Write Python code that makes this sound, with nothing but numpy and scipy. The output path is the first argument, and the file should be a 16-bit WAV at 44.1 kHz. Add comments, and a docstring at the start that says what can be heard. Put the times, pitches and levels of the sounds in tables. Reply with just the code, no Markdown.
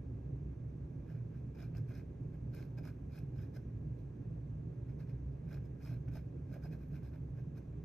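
"""Pencil hatching on a drawing panel

A mechanical pencil hatches short strokes in a quiet room, close to a small stereo microphone.
Catches of the lead on the grain are noise-like clicks that excite resonances of panel and metal tip.
Air handling is coloured noise with low room modes; thin sine tones of the fan waver in pitch.
All is built as the sum (mid) and difference (side) of two ports, then turned into left and right."""
import sys
import numpy as np
from scipy import signal
from scipy.fft import rfft, irfft
from scipy.io import wavfile
from scipy.ndimage import uniform_filter1d

SR = 44100
rng = np.random.default_rng(int(sys.argv[2]) if len(sys.argv) > 2 else 0)


def inscribe(sig):
    """Save sig as 16-bit PCM at rate SR to the path in sys.argv[1].

    A 1-D sig is mono; a 2-D sig holds one channel per row.
    Samples are clipped to [-1, 1] before scaling.
    """
    pcm = np.round(np.clip(np.atleast_2d(sig).T, -1, 1) * 32767)
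    wavfile.write(sys.argv[1], SR, pcm.astype(np.int16))


N = 346008
BODY_HZ = np.fft.rfftfreq(8192, 1 / SR)  # frequency grid of the ringing bodies

# bending modes of the panel: (frequency [Hz], width [Hz], relative level [dB])
PANEL_MODES = [(604, 90, -2), (667, 65, -14), (850, 85, -13), (1330, 65, -11), (1568, 110, -1.5),
               (2142, 37, -6), (2445, 130, -4.5)]
# mid response close by, with a narrow dip near 4.8 kHz and a broad one near 10 kHz:
# (frequency [Hz], relative level [dB])
NEAR_MID_RESPONSE = [(500, 7), (4400, 0), (4780, -11.5), (5000, -2), (8100, -3), (8400, -8), (9400, -10.5),
                     (10200, -20), (11000, -9.5), (12000, -5), (13700, -2.5), (14300, -9), (15000, -4.5)]


def gain_of(db):
    """Level law: 20 dB are a factor of ten in amplitude."""
    return 10 ** (np.asarray(db) / 20)


def evened(x):
    """Normalization: scales the signal to an rms of 1."""
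    return x / np.sqrt(np.mean(x ** 2) + 1e-20)


def read(points, hz):
    """Linear interpolation of a table along a logarithmic frequency axis."""
    f, value = np.transpose(points)
    return np.interp(np.log(hz + 1), np.log(f + 1), value)


def peaks_power(modes, hz):
    """Resonance: each mode adds a Lorentzian peak to the power spectrum."""
    return sum(gain_of(db) ** 2 / (1 + (2 * (hz - f) / width) ** 2) for f, width, db in modes)


def partly_alike(like, mid, other):
    """Coherence: builds a side spectrum from a share of the mid and an unrelated remainder."""
    return like * mid + np.sqrt(np.maximum(1 - abs(like) ** 2, 0)) * other


def air():
    """Broadband flow noise: Gaussian spectra shaped by ventilation and by the room's low modes."""
    # ventilation noise in mid and in side: (frequency [Hz], power density [dB re 1/Hz])
    air_mid, air_side = [(20, -86.5), (50, -82), (90, -75), (200, -77), (400, -84), (650, -100),
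                         (1300, -111), (2650, -116), (2900, -123), (5000, -128.5), (5700, -127),
                         (6100, -123), (6600, -129), (8400, -133), (9000, -149), (10700, -149),
                         (11300, -137), (13100, -136), (13800, -146), (15500, -147)], [(20, -114), (90, -99), (200, -90), (450, -89), (800, -101),
                                          (1100, -109), (1950, -123), (2350, -117), (3000, -124),
                                          (5600, -134), (6500, -131), (11000, -126), (13300, -146),
                                          (15500, -150)]
    # low modes of the room: (frequency [Hz], width [Hz], level in mid [dB])
    room_modes = [(64.86, 14, -51), (94.3, 12, -57.5), (118, 12, -48.5), (137.9, 16, -51), (158.8, 11, -54),
                  (270, 47, -62.5), (413, 15, -86), (574, 19, -80)]
    # mid-side likeness in step, negative where the rumble leans right: (frequency [Hz], likeness)
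    lean = [(30, -0.26), (100, -.9), (400, -0.85), (550, -.75), (660, -.45), (900, -.1), (1300, -.1),
            (2000, 0.05)]
    # mid-side likeness a quarter turn apart: (frequency [Hz], likeness)
    lag = [(1500, 0.38), (5500, 0.034), (6000, 0.73), (8000, 0.68), (9700, -0.46), (12000, -0.15)]
    # swells and sags of the hum: (time [s], half length [s], level change [dB])
    surges = [(.33, 0.073, 2), (1.097, 0.14, 3.5), (1.79, 0.087, 5), (4.564, 0.061, 4),
              (5.233, 0.041, -3.5), (7.347, 0.056, 8.5), (7.598, .2, -2.5)]
    t, hz = np.arange(N) / SR, np.fft.rfftfreq(N, 1 / SR)
    a, b, c, d = rng.standard_normal((len(hz), 4)).T
    mid_power, side_power = (gain_of(read(points, hz)) ** 2 * hz[1] for points in (air_mid, air_side))
    modes_power = np.zeros(len(hz))
    for f, width, db in room_modes:
        peak = peaks_power([(f, width, 0)], hz) ** 2
        modes_power += gain_of(db) ** 2 * peak / peak.sum()
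    modes_in_side_db = read([(60, -32.0), (130, -18), (300, -9.5), (600, -1.5)], hz)
    side_power += modes_power * gain_of(modes_in_side_db) ** 2

    like = np.clip(read(lean, hz), -1, 1) + 1j * read(lag, hz) * (hz > 1000)
    mid = a + 1j * b
    side = partly_alike(like, mid, c + 1j * d)
    spectra = np.array([mid * np.sqrt(mid_power + modes_power), side * np.sqrt(side_power)]) * N / 2

    hum_share = 1 / (1 + (np.log(hz / 125 + 1e-9) / 0.21) ** 8)  # the modes around 125 Hz
    swell_db = sum(db * np.exp(-((t - s) / half_s) ** 2) for s, half_s, db in surges)
    return irfft(spectra * (1 - hum_share), N) + irfft(spectra * hum_share, N) * gain_of(swell_db)


def wander(x, patchy_db):
    """Random spectral modulation: a travelling lead or stirring air drifts in patches of 30 ms by 700 Hz."""
    x = np.pad(x, [(0, 0), (0, 256)], "reflect", reflect_type="odd")
    spectra = signal.stft(x, nperseg=256, noverlap=192, boundary="odd", padded=False)[2]
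    patches = rng.standard_normal(spectra.shape[:0:-1]).T  # the same for mid and side
    patches = uniform_filter1d(patches, size=4, axis=0)  # along frequency
    patches = evened(uniform_filter1d(patches, size=20, axis=1))  # along time
    return signal.istft(spectra * gain_of(patchy_db * patches), nperseg=256, noverlap=192)[1][:, :N]


def whines():
    """Frequency modulation: fan tones are sines whose pitch wavers slowly by 0.12 % rms."""
    # thin tones of the fan: (frequency [Hz], level in mid [dB rms])
    fan_tones = [(1052, -93), (1637.5, -89), (6185, -103)]
    t, out = np.arange(N) / SR, np.zeros(N)
    for hz, db in fan_tones:
        drift = evened(uniform_filter1d(rng.standard_normal(N), size=9000))
        wavering_t = t + .0012 * np.cumsum(drift) / SR
        out += np.sqrt(2) * gain_of(db) * np.sin(2 * np.pi * hz * wavering_t)
    return out * [[1], [.15]]  # mid, side


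def tooth(catches_per_s, spread_db, clump_db):
    """Stick-slip on grain: dense clicks of uneven size in clumps, with two unrelated sets of signs."""
    hit, size, clump = rng.random(N), rng.exponential(1, N), rng.standard_normal(N)
    clumps_db = clump_db * evened(uniform_filter1d(clump, 150))
    sizes = (hit < catches_per_s / SR) * gain_of(spread_db * np.minimum(size, 4) + clumps_db)
    return evened(sizes * rng.standard_normal((2, N)))


def causal(gain):
    """Minimum phase: the folded cepstrum of a gain over frequency yields its impulse response."""
    cepstrum = irfft(np.log(gain + 1e-5))
    cepstrum[1:len(gain) - 1] *= 2
    cepstrum[len(gain):] = 0
    return irfft(np.exp(rfft(cepstrum)))[:len(gain)]


def ring(drive, power, whole=None):
    """Linear resonator: convolves a drive with a body's response, scaled to unit energy of the whole body."""
    colour = gain_of(read(NEAR_MID_RESPONSE, BODY_HZ))
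    whole_power = power if whole is None else whole
    scale = np.linalg.norm(causal(np.sqrt(whole_power) * colour))
    response = causal(np.sqrt(power) * colour) / scale
    return signal.oaconvolve(drive, response[None], axes=1)[:, :N]


def stroke_forces():
    """Envelope of friction: each stroke is an arch in decibels, which the panel follows less deeply."""
    # strokes: (fastest moment [s], speeding up [s], slowing down [s], scratch drive level [dB],
    #           panel drive against the scratch [dB], squareness: 1 pointed, 2 round, more is flatter-topped)
    strokes = [ (1.108, 0.071, 0.13, -83.5, 14.5, 1), (1.37, 0.06, 0.037, -89, 16, 1.6),
               (1.615, 0.07, 0.065, -76.5, 12, 2.6), (1.768, 0.031, 0.036, -77.5, 13, 2.3),
               (1.905, 0.043, 0.056, -79.5, 11, 2.3), (1.975, 0.05, 0.052, -76, 10.3, 2.6),
               (2.339, 0.015, 0.04, -87.5, 14, 2.1), (2.571, 0.056, 0.1, -72.5, 9, 2.1),
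               (2.787, 0.02, 0.017, -77, 14.7, 3.2), (2.872, .048, 0.046, -73.5, 8.9, 2.6),
               (3.165, 0.07, 0.052, -75, 8.2, 2.2), (3.409, 0.075, 0.066, -79, 9.6, 2.6),
               (3.562, 0.034, 0.025, -73.5, 11.2, 2.1), (3.99, 0.037, 0.047, -87.5, 4, 1.6),
               (4.9, 0.044, 0.034, -85.5, 12, 1.4), (5.005, .035, 0.043, -79.5, 12, 1.6),
               (5.1, 0.039, 0.03, -82.5, 11.7, 1.6), (5.33, 0.032, .03, -95, 7.3, 1.8),
               (5.54, 0.08, 0.054, -74, 11.4, 1.6), (5.658, 0.036, 0.02, -82.5, 10.7, 1.5),
               (5.864, 0.077, 0.12, -75, 10.6, 2.35), (6.085, 0.01, 0.013, -87.5, 24, 1.6),
               (6.167, 0.062, 0.039, -71.5, 8.8, 1.8), (6.546, 0.073, 0.043, -76.5, 12.3, 1.4),
               (6.648, 0.039, 0.048, -76, 9.5, 2.4), (6.73, 0.029, 0.038, -76.5, 12, 2.3),
               (6.82, 0.037, 0.068, -85, 10.5, 1.7), (6.955, .055, 0.045, -80, 12, 2.6),
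               (7.055, 0.036, 0.052, -80.5, 10.2, 2.7), (7.146, 0.029, 0.036, -83, 15.4, 2),
               (7.387, 0.036, .04, -85, 13, 2), (7.582, 0.036, 0.028, -77.5, 8.7, 1.5), ]
    ends_db, panel_share = -21, 0.82  # drop one speeding-up or slowing-down time away; panel's share of it
    t = np.arange(N) / SR
    tip_force, panel_force = np.zeros(N), np.zeros(N)
    for top_s, rise_s, fall_s, level_db, ring_db, square in strokes:
        span = slice(round((top_s - 2 * rise_s) * SR), round((top_s + 2 * fall_s) * SR))
        away = np.maximum((top_s - t[span]) / rise_s, (t[span] - top_s) / fall_s)
        arch_db = ends_db * away ** square
        tip_force[span] += gain_of(level_db + arch_db)
        panel_force[span] += gain_of(level_db + ring_db + panel_share * arch_db)
    return tip_force, panel_force


def add_ticks(tip_drive, ping_drive, panel_drive, brush_drive):
    """Impact excitation: as the lead lands or snags, a dying chatter of noise strikes every body."""
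    # ticks: (time [s], level [dB], panel drive against the tick [dB], finest treble against the tick [dB])
    ticks = [(1.116, -69, -1, -21), (1.548, -69, 10.5, -12), (1.554, -66, -2, -15.5),
             (1.6015, -59, -2, -26), (1.6243, -59.5, -4, -22), (1.7486, -65, 16, -16),
             (1.7537, -72, 2, -12), (1.769, -57.5, 7.5, -18), (1.7803, -59, 1, -19), (1.887, -70.5, -3, -7),
             (1.9227, -74, 17, -10), (1.9517, -63, 6, -17), (2.5473, -63, 5, 7.5), (2.651, -69.5, -1, -5),
             (2.776, -72, 4, -18), (2.784, -58, 16, -24), (2.8327, -70, 13, -6), (2.852, -60, 4, -6),
             (2.875, -57.5, -6, -22), (2.89, -70, 4, -13), (3.188, -55.5, -7, -11), (3.38, -67.5, 10, -8.5),
             (3.5396, -69, 8, -17), (5.5279, -62, 6, -8), (5.824, -71, -3, -8.5), (5.849, -60, 4, -10.5),
             (5.94, -66, 14, -10), (6.083, -65.5, 0, -8), (6.1406, -72, 0, -18), (6.5266, -72, -2, 0),
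             (6.54, -63, -5, 0), (6.6255, -71, 3, -8), (6.6387, -67, 1, -11), (6.7242, -69, -2, -21),
             (7.031, -66, 4, -13), (7.5605, -69.5, 2, -19)]
    after = np.arange(300) / SR
    fade = gain_of(-60 * after / 0.018) * np.minimum(after / 0.00073, 1)
    bursts = rng.standard_normal((len(ticks), 2, len(after))) * fade
    for (s, level_db, ring_db, fine_db), burst in zip(ticks, bursts):
        span = slice(round(s * SR), round(s * SR) + len(after))
        tip_drive[:, span] += gain_of(level_db - 10.5) * burst
        ping_drive[:, span] += gain_of(level_db - 3) * burst[::-1]
        panel_drive[:, span] += gain_of(level_db + ring_db - 7.0) * burst
        brush_drive[:, span] += gain_of(level_db + fine_db - 5) * burst


def pencil():
    """Forced vibration: strokes and ticks drive the panel's low modes and the tip's high ones."""
    # modes of the metal tip: (frequency [Hz], width [Hz], relative level [dB])
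    tip_modes = [(3300, 190, -8.5), (3800, 200, -6), (4220, 450, -2.5), (6000, 680, -3.5),
                 (7900, 1400, -14.5), (11000, 350, -4), (11600, 350, -2.5), (12750, 350, -1.5),
                 (13450, 300, -4.5), ]
    # the tip's strongest ring, woken mostly by firm strokes: (frequency [Hz], width [Hz], relative level [dB])
    ping_modes = [(5095, 260, 4.5), (5200, 170, -3)]
    # rasp between the modes: (frequency [Hz], relative level [dB])
    rasp_floor = [(500, -18.5), (1500, -25), (2700, -26.5), (3100, -17), (7000, -24), (10000, -23),
                  (13500, -24.5), (15500, -24)]
    # faint treble between strokes: (time [s], drive level [dB])
    brush_levels = [(0.0, -118), (.8, -114), (1.15, -103), (2.3, -111), (2.75, -102), (3.5, -103),
                    (4.1, -116), (5.4, -111), (6.0, -102), (6.35, -111), (6.85, -93), (7.4, -103),
                    (7.85, -108)]
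    t, hz = np.arange(N) / SR, BODY_HZ
    tip_force, panel_force = stroke_forces()
    grain = tooth(11000, spread_db=1.9, clump_db=1.1)
    tip_drive, panel_drive = grain * tip_force, grain * panel_force

    # the ping loses 0.16 dB more for each dB that a stroke stays under the firm level
    firm_db, firm_slope = -76.5, 0.16
    force = abs(uniform_filter1d(tip_force, size=400))
    firm = np.minimum(force / gain_of(firm_db), 1) ** firm_slope
    ping_drive = tip_drive * rng.choice([-1., 1.], N) * firm  # the same catches, other signs
    brush_gain = gain_of(np.interp(t, *np.transpose(brush_levels)))
    brush_drive = tooth(14000, spread_db=5.0, clump_db=3.5) * brush_gain
    add_ticks(tip_drive, ping_drive, panel_drive, brush_drive)

    low = 1 / (1 + (hz / 2950) ** 16)  # crossover from panel to tip
    rasp = gain_of(read(rasp_floor, hz)) ** 2
    tip = (1 - low) * (peaks_power(tip_modes, hz) + rasp)
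    ping = peaks_power(ping_modes, hz)
    light = gain_of(read([(5000, -11.0), (11000, 3.0)], hz)) ** 2  # a light touch favours the finest grain

    # as the lead travels it blends two spots, whose modes lie a little lower or higher
    shift = 0.021
    place = 2 * evened(uniform_filter1d(rng.standard_normal(N), size=2500))
    sound = np.zeros((2, N))
    for share, stretch in [(np.cos(place), 1 + shift), (np.sin(place), 1 - shift)]:
        panel = low * (peaks_power(PANEL_MODES, hz * stretch) + rasp)
        sound += ring(panel_drive * share, panel)
    sound += ring(tip_drive, tip, tip + ping)
    sound += ring(ping_drive, (1 - low) * ping, tip + ping)
    return sound + ring(brush_drive, light * (tip + ping))


def knocks():
    """Low-frequency forcing: each push is a soft 30 ms shudder that barely reaches the panel's upper modes."""
    # firm pushes that bend the panel: (time [s], level [dB])
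    pushes = [(2.787, -62), (3.554, -62), (5.907, -64), (6.15, -57.5), (6.546, -57), (6.639, -57)]
    drive = np.zeros((2, N))
    shudders = rng.standard_normal((len(pushes), 2, 1300)) * signal.windows.tukey(1300, .6)
    for (s, level_db), shudder in zip(pushes, shudders):
        start = round(s * SR)
        drive[:, start:start + 1300] += gain_of(level_db - 3.0) * shudder
    band = 1 / (1 + (BODY_HZ / 950) ** 12) / (1 + (450 / (BODY_HZ + 1)) ** 8)
    return ring(drive, peaks_power(PANEL_MODES, BODY_HZ) * band)


def ports(near):
    """Interchannel coherence: turns two unrelated ringings of the same bodies into mid and side."""
    # side response close by: (frequency [Hz], relative level [dB])
    near_side = [(500, 3.5), (1600, -12.5), (2400, -7), (3500, -1.5), (3880, -11.5), (4500, 0.5),
                 (4900, -1), (5200, -9.5), (6800, -6.5), (9000, 7.5), (12900, -1), (13900, -25.5)]
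    # how side follows mid in step: (frequency [Hz], likeness)
    near_lean = [(600, -.8), (1000, -.2), (1700, -.45), (2050, .3), (2500, 0), (3300, -.2), (3700, .15),
                 (4200, -.6), (4600, -.4), (4850, .3), (5400, -.75), (5900, 0)]
    # how side follows mid a quarter turn ahead: (frequency [Hz], likeness)
    near_lag = [(1000, .05), (1700, .3), (2400, .9), (3100, .45), (4550, .72), (5050, -.72), (5700, .6),
                (8100, .78), (8500, .35), (10300, -.25), (11200, -.88), (13500, -.92), (14000, 0)]
    hz = np.fft.rfftfreq(N, 1 / SR)
    mid, other = rfft(near)
    like = read(near_lean, hz) + 1j * read(near_lag, hz)
    side = partly_alike(like, mid, other)
    side_gain = gain_of(read(near_side, hz) - read(NEAR_MID_RESPONSE, hz))  # mid colour is already in
    return irfft([mid, side * side_gain], N)


def room(x):
    """Diffuse reverberation: sparse random reflections after 4 ms decay by 60 dB in 0.25 s."""
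    t = np.arange(SR // 4) / SR
    signs = rng.choice([-1., 1.], (2, len(t)))
    taps = signs * (rng.random((2, len(t))) < .08) * (t > .004)
    tail = taps * gain_of(-60 * t / 0.25)
    return signal.oaconvolve(x, tail / np.linalg.norm(tail, axis=1, keepdims=True), axes=1)[:, :N]


def scene():
    """Superposition: pencil, its reflections, air and fan tones add, then mid and side become left and right."""
    background = wander(air(), patchy_db=0.87) + whines()
    near = ports(wander(pencil(), patchy_db=1.98) + knocks())
    mid, side = near + gain_of(-10.0) * room(near) + background
    return np.array([mid + side, mid - side])


def record(dry):
    """Band limitation: a linear-phase low-pass removes what lies above its edge."""
    edge_hz = 15690
    longer = np.pad(dry, [(0, 0), (511, 511)], "reflect", reflect_type="odd")
    low_pass = signal.firwin(1023, edge_hz, window=("kaiser", 9), fs=SR)
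    return signal.oaconvolve(longer, low_pass[None], "valid")


dry = scene()
out = record(dry)
inscribe(out)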